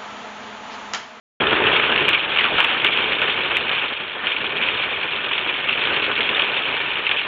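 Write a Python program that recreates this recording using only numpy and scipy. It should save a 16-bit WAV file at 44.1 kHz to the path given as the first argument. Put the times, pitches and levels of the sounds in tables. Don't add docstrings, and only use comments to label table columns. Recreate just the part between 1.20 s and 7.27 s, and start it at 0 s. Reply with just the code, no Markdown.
import sys
import numpy as np
from scipy import signal
from scipy.fft import rfft, irfft
from scipy.io import wavfile
from scipy.ndimage import uniform_filter1d

SR = 44100
rng = np.random.default_rng(int(sys.argv[2]) if len(sys.argv) > 2 else 0)


def int16_out(signal):
    q = np.round(np.clip(np.atleast_2d(signal).T, -1, 1) * 32767)
    wavfile.write(sys.argv[1], SR, q.astype(np.int16))


N = 267687
TIME = np.arange(N) / SR

# pitch_hz, level_db
GLASS_TONE = [(200, -32.5), (900, -18.5), (1500, -15.5), (1950, -12), (2250, -0.5), (2500, 0.5),
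              (2900, -2.5), (3300, -3.5), (3600, -8), (3900, -20.5), (4300, -30.5), (4700, -59)]
ROOF_TONE = [(60, -25), (300, -12), (600, -2.5), (820, -1.5), (1150, 1.5), (1450, 4), (1780, 2),
             (2100, -4.5), (3000, -8.5), (3700, -18), (4400, -57)]


def small_hail():
    # pitch_hz, level_db
    cabin_tone = [(20, -38.5), (35, -23), (60, -10.5), (110, -6), (200, -5), (300, -1.5), (400, -1.5),
                  (500, 2), (700, -8), (1200, -23.5), (3000, -57)]
    # time_s, level_db
    boom_curve = [(0.2, -25), (0.56, -26), (0.63, -31.4), (0.85, -27), (0.99, -37), (1.3, -33.5),
                  (1.48, -36), (1.78, -32), (2.45, -34.4), (2.92, -42.0), (3.35, -33), (3.7, -37),
                  (4.5, -37.5), (4.72, -32.5), (5.15, -34), (5.62, -38.0), (6.06, -39.5)]
    boom_db = np.interp(TIME, *np.transpose(boom_curve)) - 1
    glass_db = shower_level(base_db=-24, follow=1.0, downpour_db=-3) + flurries("glass")
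    roof_db = shower_level(base_db=-29, follow=0.91, downpour_db=3.5) + flurries("roof")
    on_glass = impacts(per_s=850, spread_db=4.5, max_spreads=2.7, clump_db=0.5)
    on_roof = impacts(per_s=750, spread_db=4.0, max_spreads=3.12, clump_db=1.5)
    patter = panel(on_glass, GLASS_TONE, uneven_db=6.0, echo_db=0.5, ring_scale=1.0)
    drumming = panel(on_roof + 0.45 * on_glass, ROOF_TONE, uneven_db=5.5, echo_db=1.5, ring_scale=0.9)
    boom = panel(on_roof + 0.2 * on_glass, cabin_tone, uneven_db=2.5, echo_db=0.0, ring_scale=1.1)
    hollow = steady(resonate(boom, pitch_hz=402, width_hz=125))
    hollow_db = -28.5 + 1.78 * (boom_db + 26)
    panels = amp(glass_db) * patter + amp(roof_db) * drumming
    return panels + amp(boom_db) * boom + amp(hollow_db) * hollow


def glass_cracks():
    # start_s, tick_db, rattle_db, knock_db
    stones = [(0.5992, -2, -22, -27), (0.7244, -7, -22, -21), (0.7616, -6, -31, -29),
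              (0.7784, -3, -21, -36), (0.8837, -3, -23, -23.5), (0.8897, -2, -22, -30),
              (0.9322, -2, -17, -31), (0.937, -8, -17.5, -37), (0.9475, -5, -14, -32),
              (1.1622, -7, -23, -23), (1.1735, -4, -21, -30), (1.1873, -3, -16, -27),
              (1.2437, -3.5, -24, -24), (1.3837, -6, -17, -18.5), (1.4044, 1, -17.5, -19),
              (1.4446, -6, -15, -28), (1.6469, -1, -15, -21.5), (1.6685, -1.5, -20, -32),
              (1.7751, -5.5, -28, -35), (2.0181, -5, -20, -22.5), (2.0984, -8, -28, -36),
              (2.318, -9, -32, -24.5), (2.3691, -1.5, -19, -41), (3.0702, -5, -19, -29),
              (3.4245, -9, -19.5, -31), (3.488, -4.5, -23, -39), (4.1131, -11, -26.5, -28.5),
              (4.1325, -8, -19.5, -50), (4.18, -10, -19, -27), (4.2904, -16, -18, -29),
              (4.489, -8, -15.5, -26), (4.5292, -6, -19.5, -37), (4.6729, -11, -24, -27),
              (4.7647, -5.5, -21.5, -30), (5.0069, -6, -19, -36), (5.0917, -5, -17, -39),
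              (5.1971, -4, -24, -26), (5.2212, -5, -27, -29), (5.867, -8.5, -18.5, -37),
              (5.8935, -6, -26, -27), (5.9137, -4, -14.5, -28)]
    out = np.zeros(N)
    for start_s, tick_db, rattle_db, knock_db in stones:
        contact = tick(pitch_hz=2690, width_s=0.00047)
        add(out, start_s - len(contact) / SR / 2, amp(tick_db + 0.5) * contact)
        add(out, start_s, amp(rattle_db - 2.5) * ring(GLASS_TONE, ring_scale=1.0))
        add(out, start_s, amp(knock_db) * ring(ROOF_TONE, ring_scale=0.87))
    return out


def swish():
    start_s, length_s, ramp_s = 1.17, 0.2, 0.025
    fall_hz_per_s, fade_db_per_s = 12800, 54
    age_s = np.clip(TIME - start_s, 0, length_s)
    grains = impacts(per_s=1300, spread_db=4.0, max_spreads=3.4, clump_db=1.5) * rng.choice([-1, 1], N)
    crackle = resonate(grains, pitch_hz=2480 - fall_hz_per_s * age_s, width_hz=520)
    ramps = np.minimum(np.minimum(age_s, length_s - age_s) / ramp_s, 1)
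    return steady(crackle, size=2000) * ramps * amp(-20.5 - fade_db_per_s * age_s)


def overload_clicks():
    # start_s, peak_db
    overloads = [(0.598, -37), (0.8827, -36), (0.889, -19), (0.9312, -51), (1.4032, -25), (1.4431, -26.5),
                 (1.646, -25.5), (2.0165, -35.5), (2.368, -23.5), (3.4865, -53)]
    # pitch_hz, level_db
    click_tone = [(3000, -28), (4600, -0.5), (6500, -1), (10000, -4), (15500, -11)]
    out = np.zeros(N)
    for start_s, peak_db in overloads:
        click = pulse(click_tone, uneven_db=0.5)
        add(out, start_s + 0.0014, amp(peak_db) * click / abs(click).max())
    return out


def shower_level(base_db, follow, downpour_db):
    # time_s, strength_db
    strength = [(0.2, 5), (0.55, 5), (0.93, 3), (1.0, 0.5), (1.2, 0.5), (1.75, 2.5), (2.15, 1.44),
                (2.6, -1), (2.87, -6), (3.0, -6), (3.12, -2.2), (3.45, -1.1), (3.92, -1.5), (4.4, -1.1),
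                (4.72, 1.25), (5.25, 1.24), (5.7, -0.5), (6.06, -2.9)]
    hold_s, fade_s = 0.55, 0.28
    downpour = np.exp(-np.maximum(TIME - hold_s, 0) / fade_s)
    return base_db + follow * np.interp(TIME, *np.transpose(strength)) + downpour_db * downpour


def flurries(part):
    # start_s, length_s, glass_change_db, roof_change_db
    gusts = [(0.442, .17, 3.5, 0), (1.164, 0.11, 2.5, -0.5), (1.368, 0.19, 1, 4), (1.65, 0.11, 1.5, -1),
             (2.467, 0.2, 2.5, 2.5), (2.95, .11, -3, 5.5), (3.049, 0.14, 3, 2), (3.39, 0.13, 3, 1),
             (3.576, 0.077, 3.5, 2), (4.475, 0.086, 0.5, -3.5), (4.592, .1, 2, 0.5), (4.699, .1, 0, 2.5),
             (4.868, 0.067, -1.5, 3.5), (5.15, 0.096, 1.5, 2), (5.855, 0.066, 0.5, -0.5),
             (5.961, 0.061, 6, 0.5)]
    ramp_s = 0.015
    change_db = np.zeros(N)
    for start_s, length_s, glass_db, roof_db in gusts:
        inside_s = np.minimum(TIME - start_s, start_s + length_s - TIME)
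        change_db += (glass_db if part == "glass" else roof_db) * np.clip(inside_s / ramp_s, 0, 1)
    return change_db


def impacts(per_s, spread_db, max_spreads, clump_db):
    slow_filter = signal.butter(2, 28, fs=SR, output="sos")
    clumps = unit(signal.sosfilt(slow_filter, rng.standard_normal(N)))
    size_db = spread_db * np.minimum(rng.exponential(1, N), max_spreads) + clump_db * clumps
    return amp(size_db) * (rng.random(N) < per_s / SR)


def panel(hits, tone, uneven_db, echo_db, ring_scale, spots=32):
    where = rng.integers(0, spots, N)
    pushes = hits * rng.choice([-1, 1], N)
    out = np.zeros(N)
    for spot in range(spots):
        paths = amp(echo_db) * echoes(ring_scale)
        paths[0] += 1
        blow = signal.fftconvolve(paths, pulse(tone, uneven_db))
        blow /= np.linalg.norm(blow)
        out += signal.oaconvolve(pushes * (where == spot), blow)[:N]
    return steady(out)


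def tick(pitch_hz, width_s, size=200):
    t = (np.arange(size) - size // 2) / SR
    detune, phase = rng.random(2) - 0.5
    cycles = pitch_hz * (1 + 0.16 * detune) * t + phase
    return np.exp(-(t / width_s) ** 2) * np.cos(2 * np.pi * cycles)


def ring(tone, ring_scale):
    sound = signal.fftconvolve(echoes(ring_scale), pulse(tone, uneven_db=2.5))
    return sound / np.sqrt(np.mean(sound[:500] ** 2))


def pulse(tone, uneven_db, size=2048):
    hz = np.fft.rfftfreq(size, 1 / SR)
    grid_hz = np.arange(0, 6000, 300)
    bumps = np.interp(hz, grid_hz, rng.standard_normal(len(grid_hz)))
    gain_db = at_pitch(tone, hz) + uneven_db * bumps
    cepstrum = irfft(np.log(amp(gain_db)))
    cepstrum[1:size // 2] *= 2
    cepstrum[size // 2 + 1:] = 0
    return irfft(np.exp(rfft(cepstrum)))


def echoes(ring_scale, size=4096):
    # pitch_hz, fade_s
    fade_times = [(100, 0.1), (400, 0.081), (1200, 0.1), (4000, 0.061)]
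    hz, t, bands = signal.stft(rng.standard_normal(size), SR, nperseg=128)
    fade_s = ring_scale * at_pitch(fade_times, hz)[:, None]
    fading = bands * amp(-60 * t / fade_s)
    tail = signal.istft(fading, SR, nperseg=128)[1][:size]
    return tail / np.linalg.norm(tail)


def resonate(x, pitch_hz, width_hz):
    turn = np.exp(2j * np.pi * np.cumsum(pitch_hz * np.ones(len(x))) / SR)
    decay = np.exp(-np.pi * width_hz / SR)
    for _ in range(2):
        x = 2 * (turn * signal.lfilter([1 - decay], [1, -decay], x / turn)).real
    return x


def low_pass(x, edge_hz):
    taps = signal.firwin(511, edge_hz, window=("kaiser", 9), fs=SR)
    return signal.oaconvolve(x, taps[None], "same")


def steady(x, size=8000):
    return x / np.sqrt(abs(uniform_filter1d(x ** 2, size=size)) + 1e-12)


def amp(db):
    return 10 ** (np.asarray(db) / 20)


def unit(x):
    return x / np.sqrt(np.mean(x ** 2) + 1e-20)


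def at_pitch(table, hz):
    pitch_hz, values = np.transpose(table)
    return np.interp(np.log(hz + 1), np.log(pitch_hz + 1), values)


def add(mix, start_s, sound):
    part = mix[max(round(start_s * SR), 0):][:len(sound)]
    part += sound[:len(part)]


def scene():
    return (small_hail() + glass_cracks() + swish())[None]


def record(dry):
    start_s, rise_s, ceiling = 0.2, 0.0069, 0.72
    switched_on = np.clip((TIME - start_s) / rise_s, 0, 1)
    rounded = dry / (1 + (dry / ceiling) ** 6) ** (1 / 6)
    muffled = low_pass(rounded * switched_on, edge_hz=4680)
    return low_pass(muffled + overload_clicks(), edge_hz=15900)


dry = scene()
out = record(dry)
int16_out(out)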